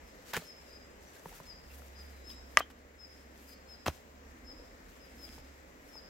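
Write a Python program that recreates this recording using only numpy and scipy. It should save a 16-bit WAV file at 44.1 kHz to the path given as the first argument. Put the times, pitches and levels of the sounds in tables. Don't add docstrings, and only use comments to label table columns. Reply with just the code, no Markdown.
import sys
import numpy as np
from scipy import signal
from scipy.fft import rfft, irfft, next_fast_len
from scipy.io import wavfile
from scipy.ndimage import uniform_filter1d

SR = 44100
rng = np.random.default_rng(int(sys.argv[2]) if len(sys.argv) > 2 else 0)


def generate_wav(sig):
    pcm = np.round(np.clip(np.atleast_2d(sig).T, -1, 1) * 32767).astype(np.int16)
    wavfile.write(sys.argv[1], SR, pcm)


def undo_db(level):
    steps = np.asarray(level, float) / 20
    return 10 ** steps


N = 268789
T = np.arange(N) / SR
CRACK_S = 2.5719


def sides(pan_db):
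    return undo_db(np.array([[.5], [-.5]]) * pan_db)


def unit(x):
    return x / np.sqrt(np.mean(x ** 2))


def highpass(x, order, hz):
    return signal.sosfilt(signal.butter(order, hz, "high", fs=SR, output="sos"), x)


def band(x, hz, width_hz):
    return signal.lfilter(*signal.iirpeak(hz, hz / width_hz, fs=SR), x)


def band_twice(x, hz, width_hz):
    return band(band(x, hz, width_hz), hz, width_hz)


def body(x, modes):
    return sum(undo_db(db) * band(x, hz, width_hz) for hz, width_hz, db in modes)


def decay(t, t60_s):
    return 1000. ** (-t / t60_s)


def ring(hz, t60_s, push_s):
    t = T[:SR // 6]
    push = np.hanning(int(push_s * SR) + 3)
    mode = np.sin(2 * np.pi * hz * t) * decay(t, t60_s)
    return np.convolve(mode, push / push.sum())[:len(t)]


def glide(hz):
    return 2 * np.pi * np.cumsum(hz) / SR


def add(out, s, sound):
    i = int(s * SR)
    out[..., i:i + sound.shape[-1]] += sound[..., :N - i]


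def walk(rate_hz):
    k = int(SR / rate_hz)
    held = np.repeat(rng.standard_normal(N // k + 1), k)
    return 1.335 * uniform_filter1d(uniform_filter1d(held, k), k)[:N]


def swells(table, column):
    power = 0
    for row in table:
        angle = np.pi * np.clip((T - row[0]) / row[1] / 1.5, -.5, .5)
        power = power + undo_db(2 * row[column]) * np.cos(angle) ** 4
    return np.sqrt(power)


def grains(per_s, spread_db, shared):
    hit = rng.random((3, N)) < per_s / SR
    size = undo_db(spread_db * rng.exponential(size=(3, N))) * rng.standard_normal((3, N)) * hit
    return np.sqrt(shared) * size[0] + np.sqrt(1 - shared) * size[1:]


def wood(x, t60_s):
    t = T[:SR]
    tail = rng.standard_normal((2, SR)) * decay(t, t60_s) * np.clip(t / 0.0039, 0, 1)
    tail = tail / np.sqrt((tail ** 2).sum(axis=1, keepdims=True))
    return signal.fftconvolve(x.mean(axis=0)[None], tail, axes=1)[:, :N]


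# frequency in Hz, level in dB per Hz.
AIR = [(18, -28.5), (30, -2.5), (71, -6.5), (120, -13), (249, -6.5), (341, -10), (518, -5.5), (747, -12.5),
       (1360, -15), (1910, -13.5), (3400, -25.5), (7650, -27), (8950, -42), (11900, -33), (15500, -33.5)]
# frequency in Hz, left-right correlation.
LIKENESS = [(60, 0.88), (130, 0.93), (290, 0.79), (640, 0.65), (1410, 0.33), (3100, 0), (6820, 0.19),
            (15000, 0.0)]
# frequency in Hz, left minus right in dB.
LEAN = [(60, -1.5), (110, -2), (200, -2.5), (380, 0.5), (700, -0.5), (1290, 1.5), (2380, 3.5), (4400, 4),
        (8120, 8), (15000, -1)]
AIR_DB, AIR_LAG_S = -55.5, .00038


def air():
    size = next_fast_len(N)
    octave = np.log2(np.maximum(np.arange(size // 2 + 1) * SR / size, 1))

    def read(table):
        hz, value = np.transpose(table)
        return np.interp(octave, np.log2(hz), value)

    mid, side = rfft(rng.standard_normal((2, size)))
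    likeness = np.clip(read(LIKENESS), -.9, .99)
    side = np.sqrt(1 - likeness) * side * np.array([[1], [-1]])
    pair = undo_db(read(AIR)) * sides(read(LEAN)) * (np.sqrt(1 + likeness) * mid + side)
    pair = pair * np.exp(-2j * np.pi * 2 ** octave * AIR_LAG_S * np.array([[0], [1]]))
    out, swell = 0, walk(0.24)
    for centre in np.arange(4, 14.6, .5):
        share = np.clip(1 - 2 * np.abs(octave - centre), 0, 1)
        out = out + undo_db(0.41 * swell + walk(8.8)) * irfft(share * pair, size)[:, :N]
    return undo_db(AIR_DB) * unit(out)


# time in seconds, pitch in Hz, level in dB.
DRONE = [(0, 68.6, -66), (.25, 69.1, -68), (.5, 67.9, -70), (.65, 68.2, -63), (1.15, 68.1, -67),
         (1.7, 68, -62.5), (2.0, 67.7, -57), (2.45, 67.9, -55.5), (2.7, 68.1, -56.5), (3.3, 67.4, -62.5),
         (3.7, 68.4, -65), (4.05, 68.2, -64.5), (4.4, 67.9, -58), (4.75, 62.9, -62.5), (5.05, 68, -63),
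         (5.31, 67.8, -55.5), (5.7, 63.1, -67.5), (6.09, 63, -71)]


def drone():
    s, hz, db = np.transpose(DRONE)
    line = np.sin(glide(np.interp(T, s, hz) * (1 + 0.0297 * walk(6.5))))
    return undo_db(np.interp(T, s, db) + 3.5 + 3.2 * walk(6.0)) * line


# middle in seconds, length in seconds, growl in dB, rumble in dB.
PASSES = [(.05, 0.39, -65.5, -65), (.8, 1, -70, -77), (1.4, 0.77, -72, -64), (2.35, 0.47, -61.5, -61),
          (2.75, 0.56, -62, -63), (3.3, 1, -63, -77), (4.6, 1, -63, -61), (5.3, 0.46, -60, -59),
          (5.75, 0.81, -65, -65)]
PASS_WAVER_DB = 2.5


def traffic():
    growl = unit(band_twice(rng.standard_normal(N), 261, 112))
    growl = swells(PASSES, column=2) * undo_db(PASS_WAVER_DB * walk(5.4)) * growl
    rumble = unit(band_twice(rng.standard_normal(N), 41, 30))
    rumble = swells(PASSES, column=3) * undo_db(PASS_WAVER_DB * walk(6.9)) * rumble
    return growl + rumble


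# time in seconds, pitch in Hz, level in dB.
SLURS = [
    [(2.09, 4060, -88), (2.15, 4030, -75), (2.25, 3890, -70), (2.305, 3795, -67), (2.335, 3830, -62),
     (2.36, 3930, -70), (2.385, 3900, -77), (2.42, 3850, -86)],
    [(3.47, 4420, -88), (3.50, 4400, -71), (3.55, 4400, -71), (3.6, 4400, -76), (3.64, 4330, -88),
     (3.67, 4280, -71), (3.71, 4115, -75), (3.76, 4100, -73), (3.79, 4050, -86)],
    [(4.46, 5050, -80), (4.47, 4950, -66), (4.485, 4750, -68), (4.497, 4800, -68), (4.51, 4850, -85)],
]
SLUR_OVERTONE_DB = [-7, -17, -30]


def far_bird():
    out = np.zeros((2, N))
    for slur, over_db in zip(SLURS, SLUR_OVERTONE_DB):
        s, hz, db = np.transpose(slur)
        phase = glide(np.interp(T, s, hz))
        size = undo_db(np.interp(T, s, db) + 1.5 * walk(29.9)) * (T > s[0]) * (T < s[-1])
        out += sides(3.0) * size * (np.sin(phase) + undo_db(over_db) * np.sin(2 * phase))
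    return out


# start in seconds, level in dB, start pitch in Hz, fall in percent of pitch,
# place of the hook as share of length.
WHISTLES = [(.03, -73, 5180, 1.6, .6), (.444, -56, 5164, 2.57, 0.695), (.660, -64, 5060, 1.76, 0.36),
            (.705, -63, 5040, 1, .3), (1.456, -57.5, 5120, 5, 0.56), (1.945, -60, 5050, 1.9, 0.22),
            (2.238, -55.5, 5160, 2.5, 0.7), (2.977, -56.5, 5153, 3, 0.72), (3.458, -63, 5040, 1.45, 0.27),
            (3.673, -57, 5145, 2.9, 0.65), (4.446, -56.5, 5155, 2.34, 0.64),
            (4.995, -67.5, 5090, 1.6, 0.44), (5.176, -56.5, 5150, 2.7, 0.65),
            (5.915, -55.5, 5157, 4.4, 0.66)]
WHISTLE_S, WHISTLE_PAN_DB, WAVER_DB = .09, 14.5, 2.5


def near_bird():
    out = np.zeros((2, N))
    u = T[:int(WHISTLE_S * SR)] / WHISTLE_S
    swell = np.sin(np.pi * u ** 1.6) ** 0.5
    for s, db, hz, fall, hook in WHISTLES:
        drop = 0.047 * u + 0.927 / (1 + np.exp((hook - u) / 0.075))
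        pitch = hz - 20 + 50 * np.sin(np.pi * u) - fall * hz / 100 * drop
        add(out, s - .002, undo_db(db + 2.5) * sides(WHISTLE_PAN_DB) * swell * np.sin(glide(pitch)))
    return out * undo_db(WAVER_DB * walk(70))


# middle in seconds, length in seconds, bright part in dB,
# dull part in dB.
STROKES = [(.13, 0.25, -79, -78), (.31, 0.14, -66, -62), (.43, 0.15, -67, -62.5), (.65, 0.29, -86, -74),
           (1.07, 0.16, -79, -70), (1.175, 0.085, -66, -65), (1.275, 0.094, -62, -67),
           (1.36, 0.13, -62, -63.5), (1.46, 0.13, -75, -69), (1.69, 0.094, -74, -73), (1.72, .06, -64, -66),
           (1.745, .05, -61, -67), (1.782, .03, -62, -70), (1.82, 0.19, -66, -73), (2.06, 0.2, -71.5, -76),
           (2.21, .15, -75, -83), (2.31, 0.073, -63, -63), (2.54, 0.14, -71, -73), (3.2, 0.24, -79, -75),
           (3.4, 0.15, -68.5, -70), (3.49, 0.096, -59, -67), (3.72, .12, -75, -80), (3.94, .14, -70, -66),
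           (4.35, 0.17, -88, -78), (4.7, 0.17, -90, -89), (4.93, 0.19, -76, -75), (5.08, .2, -78, -73),
           (5.225, .15, -65, -68), (5.32, 0.14, -69, -65.5), (5.37, 0.13, -68, -67), (5.46, .12, -80, -74),
           (5.55, 0.13, -85, -90), (5.94, 0.18, -74, -73.5)]
STIR_DB, STIR_DULL_DB = -83.5, -80


def rustle():
    stroke = undo_db(2.1 * walk(55) + .6 * walk(140))
    bright = unit(band(band(grains(9000, 2.7, 0.19), 13900, 6920), 11000, 9000))
    leaves = band(grains(6000, 2.83, 0.092), 6300, 3970)
    cloth = band(grains(4000, 2.67, 0.34), 1900, 2390)
    dull = undo_db(4.0) * unit(leaves + 1.83 * cloth)
    bright = (swells(STROKES, column=2) + undo_db(STIR_DB)) * bright
    dull = (swells(STROKES, column=3) + undo_db(STIR_DULL_DB)) * dull
    return stroke * sides(1.4) * (bright + dull)


# start in seconds, level in dB, centre in Hz, width in Hz,
# t60 in seconds.
CHIP = [(2.608, -40, 3150, 400, .13), (5.27, -61, 3300, 300, .12), (5.885, -62, 5550, 250, .14),
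        (1.07, -60, 6000, 400, .15), (1.43, -63, 5900, 300, .08), (1.70, -59, 2700, 300, .15),
        (1.975, -62, 6100, 500, .12)]


def chips():
    out = np.zeros((2, N))
    t = T[:SR // 3]
    for s, db, hz, width_hz, t60_s in CHIP:
        chatter = unit(band_twice(rng.standard_normal((2, len(t))), hz, width_hz))
        add(out, s, undo_db(db) * np.clip(t / 0.0027, 0, 1) * decay(t, t60_s) * chatter)
    return out


# start in seconds, length in seconds, level in dB,
# dying t60 in seconds, treble in dB.
GRIT = [(.3336, 0.0051, -38.5, 0.025, -2), (.343, 0.024, -39.5, 0.02, -6.5),
        (.3655, 0.0078, -41, 0.087, -0.5), (2.575, 0.0066, -38.5, 0.039, -20),
        (2.585, 0.012, -41, 0.05, -3), (2.567, .003, -50, .0081, -27), (2.609, 0.0077, -48, .1, -18),
        (3.860, 0.021, -37, 0.082, -5.5), (2.7, 0.013, -57, 0.041, -2.5), (1.5, .022, -76, .1, -8)]
# centre in Hz, width in Hz, level in dB.
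GRIT_BODY = [(800, 940, -0.5), (1640, 520, -2.5), (2800, 1380, -6.5)]
# centre in Hz, width in Hz, level in dB.
GRIT_TREBLE = [(5500, 6600, 0.5), (12500, 7400, -4)]
GRIT_PER_S = 5000


def grit():
    low, high = np.zeros(N), np.zeros(N)
    for s, length_s, db, t60_s, treble_db in GRIT:
        dying = decay(np.clip(T - s - length_s, 0, 1), t60_s)
        shape = undo_db(db) * np.clip((T - s) / 0.00066, 0, 1) * dying
        low += shape
        high += undo_db(treble_db) * shape
    dull = band(body(grains(GRIT_PER_S, 1.4, 0.79), GRIT_BODY), 1340, 2470)
    bright = body(grains(2 * GRIT_PER_S, 1.5, 0.37), GRIT_TREBLE)
    return low * unit(dull) + high * unit(bright)


# start in seconds, level in dB, pitch in Hz, t60 in seconds,
# left minus right in dB.
TICKS = [(0.333, -31, 2010, .008, 1), (0.3362, -34, 4330, .005, 0), (.3372, -32, 1000, .012, -2),
         (.3433, -33, 1600, .01, 2), (0.348, -34, 1610, .03, 0), (.3535, -32, 1660, .025, 0),
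         (0.36, -28, 3000, .008, 0), (0.365, -31, 890, .01, 0), (.3693, -36, 2200, .008, 2),
         (0.3725, -38, 3300, .008, 0), (1.318, -48, 720, .04, 0), (1.327, -48, 900, .03, 0),
         (1.165, -50, 1600, .03, 0), (3.8725, -32, 1500, .01, 0), (3.8755, -31, 400, .015, 0),
         (3.8805, -39, 6100, .04, 0), (.3385, -35, 2400, .008, 0), (0.414, -44, 4300, .008, 0),
         (.4235, -47, 4000, .005, 0), (.4240, -47, 6600, .005, 0), (2.302, -45, 3460, .015, 0),
         (2.305, -49, 4200, .015, 0), (2.5815, -36, 5500, .006, 4), (2.5865, -33, 2920, .01, 1.5),
         (2.5885, -34.5, 5000, .008, 0), (2.5912, -30, 4500, .01, 0), (2.5985, -36, 6500, .005, 1),
         (2.601, -26, 2000, .008, 1), (2.6041, -24, 1130, .01, 2), (2.6115, -32, 1500, .008, 0),
         (3.8605, -32, 1200, .01, 0), (3.8637, -27, 2800, .006, 0), (3.8681, -35.5, 450, .015, 2),
         (3.8775, -38, 2520, .008, 0), (3.8833, -28, 3800, .006, 0), (3.8892, -32, 900, .01, 0)]


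def ticks():
    out = np.zeros((2, N))
    for s, db, hz, t60_s, pan_db in TICKS:
        add(out, s, -undo_db(db) * sides(pan_db) * ring(hz, t60_s, 0.35 / hz))
    return out


# start in seconds, level in dB, pitch in Hz, t60 in seconds.
SOIL = [(.338, -44, 190, .09), (.358, -44, 200, .06), (.372, -43, 100, .09), (.3735, -37, 165, .11),
        (.377, -39, 240, .06), (1.260, -42, 170, .09), (1.404, -46, 150, .07), (1.80, -50, 140, .08),
        (2.291, -55, 270, .09), (2.471, -53, 265, .11), (2.574, -46, 170, .07), (3.865, -30, 220, .05),
        (3.8745, -32, 86, .1), (3.8795, -29, 150, .06), (3.881, -34, 260, .04), (3.886, -31, 72, .12),
        (5.385, -52, 135, .1)]


def soil():
    out = np.zeros((2, N))
    for s, db, hz, t60_s in SOIL:
        add(out, s, -undo_db(db) * sides(-1.63) * ring(hz, t60_s, 0.0021))
    return out


# start in seconds, peak in dB, ring in Hz, snap in dB, snap in Hz.
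KNOCKS = [(0.336, -34, 910, -2, 5000), (0.346, -31, 2520, -1, 4500), (0.3666, -23.5, 2460, -5, 7260),
          (0.3707, -25.5, 455, -25, 5000), (.421, -43, 605, -8, 4300), (1.198, -48, 600, -16, 5000),
          (1.2578, -31, 800, -28, 5000), (1.2928, -46, 2196, -2, 11000), (1.3133, -49, 765, -20, 5000),
          (1.4015, -36.5, 990, -25, 5000), (1.793, -48, 725, -18, 6000), (1.82, -45.5, 1310, -20, 6000),
          (2.303, -50.5, 1900, 8, 3380), (2.6059, -16.5, 1140, -32, 5000), (2.8498, -48, 497, -21, 5000),
          (3.8647, -20.5, 1157, -6.5, 3517), (3.8808, -17, 557, -6.5, 5740),
          (3.8826, -20.5, 1170, -4, 2600), (3.901, -41, 1500, -10, 4500), (4.5975, -44.5, 500, -16, 4995),
          (5.278, -44, 527, -28, 5010), (5.3809, -42.5, 888, -12, 6000), (5.955, -41.5, 885, -10, 6000),
          (3.887, -28.5, 593, -15, 3000)]
# multiple of ring pitch, level in dB, multiple of t60.
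KNOCK_SHAPE = [(1.014, 1.5, 1.1), (1.24, 2.5, 0.24), (2.28, -4, 0.56), (0.636, -2.5, 1)]
KNOCK_T60_S, KNOCK_DAMPING = 0.017, .4


def knocks():
    out = np.zeros((2, N))
    for s, db, hz, snap_db, snap_hz in KNOCKS:
        t60_s = KNOCK_T60_S * (1000 / hz) ** KNOCK_DAMPING
        tone = 0
        for ratio, mode_db, longer in KNOCK_SHAPE:
            detune = 1 + 0.06 * rng.standard_normal()
            gain = undo_db(mode_db + 2.0 * rng.standard_normal((2, 1)))
            tone = tone + gain * ring(hz * ratio * detune, t60_s * longer, 0.4 / hz)
        snap = undo_db(snap_db + 7.0) * ring(snap_hz, 0.0027, 0)
        add(out, s, -undo_db(db - 4.5) * sides(0.92) * (tone + snap))
    return out


# pitch in Hz, level in dB, t60 in seconds,
# left minus right in dB.
CRACK = [(643, -18, 0.039, 3), (1200, -5.5, 0.028, -1.5), (1690, -10.5, 0.019, -8), (1944, -8, 0.024, 1.5),
         (2790, -14, 0.021, 8), (3130, -18, 0.032, -9), (3190, -38, 0.12, 5)]
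CRACK_DB, CRACK_PUSH_S, PORT_LAG_S = -3, .0003, .00005
CRACK_BASS_HZ = 1000


def crack():
    out = np.zeros((2, N))
    for hz, db, t60_s, pan_db in CRACK:
        for port, gain, lag_s in zip(out, sides(pan_db), (0, PORT_LAG_S)):
            add(port, CRACK_S + lag_s, -undo_db(CRACK_DB + db) * gain * ring(hz, t60_s, CRACK_PUSH_S))
    return highpass(out, 1, CRACK_BASS_HZ)


# pitch in Hz, level in dB, spread in seconds,
# left minus right in dB, right port lag in seconds.
CONTACT = [(2150, -6.5, 0.00028, 7, .00002), (5870, -21, 0.00016, -30, .00001),
           (9530, -25.5, .0002, -30, .000065)]


def contact():
    out = np.zeros((2, N))
    for hz, db, spread_s, pan_db, late_s in CONTACT:
        t = T - CRACK_S - .00039 - late_s * np.array([[0], [1]])
        out += undo_db(db) * sides(pan_db) * np.sin(2 * np.pi * hz * t) * np.exp(-.5 * (t / spread_s) ** 2)
    return out


WOOD_T60_S, STONE_WET_DB = 0.47, -27
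BIRD_T60_S, BIRD_WET_DB = .85, -2


def scene():
    background = air() + sides(-1.9) * (drone() + traffic())
    song = far_bird() + near_bird()
    stones = highpass(knocks() + crack(), 2, 380) + contact()
    near = chips() + grit() + ticks() + soil() + stones
    wash = undo_db(STONE_WET_DB) * wood(near, WOOD_T60_S) + undo_db(BIRD_WET_DB) * wood(song, BIRD_T60_S)
    return background + song + rustle() + near + wash


def top_cut(x):
    return signal.sosfilt(signal.butter(12, 16800, fs=SR, output="sos"), x)


DUCK_DB, DUCK_S, TOP_HZ = 4, 0.91, 15800


def record(dry):
    since = T - CRACK_S - .03
    x = dry * undo_db(-DUCK_DB * (since > 0) * np.exp(-np.abs(since) / DUCK_S))
    x = x - 0.39 * band(x, 9240, 1900)
    x = highpass(x, 2, 30)
    x = signal.sosfilt(signal.ellip(8, .2, 45, TOP_HZ, fs=SR, output="sos"), x)
    return top_cut(x)


dry = scene()
out = record(dry)
generate_wav(out)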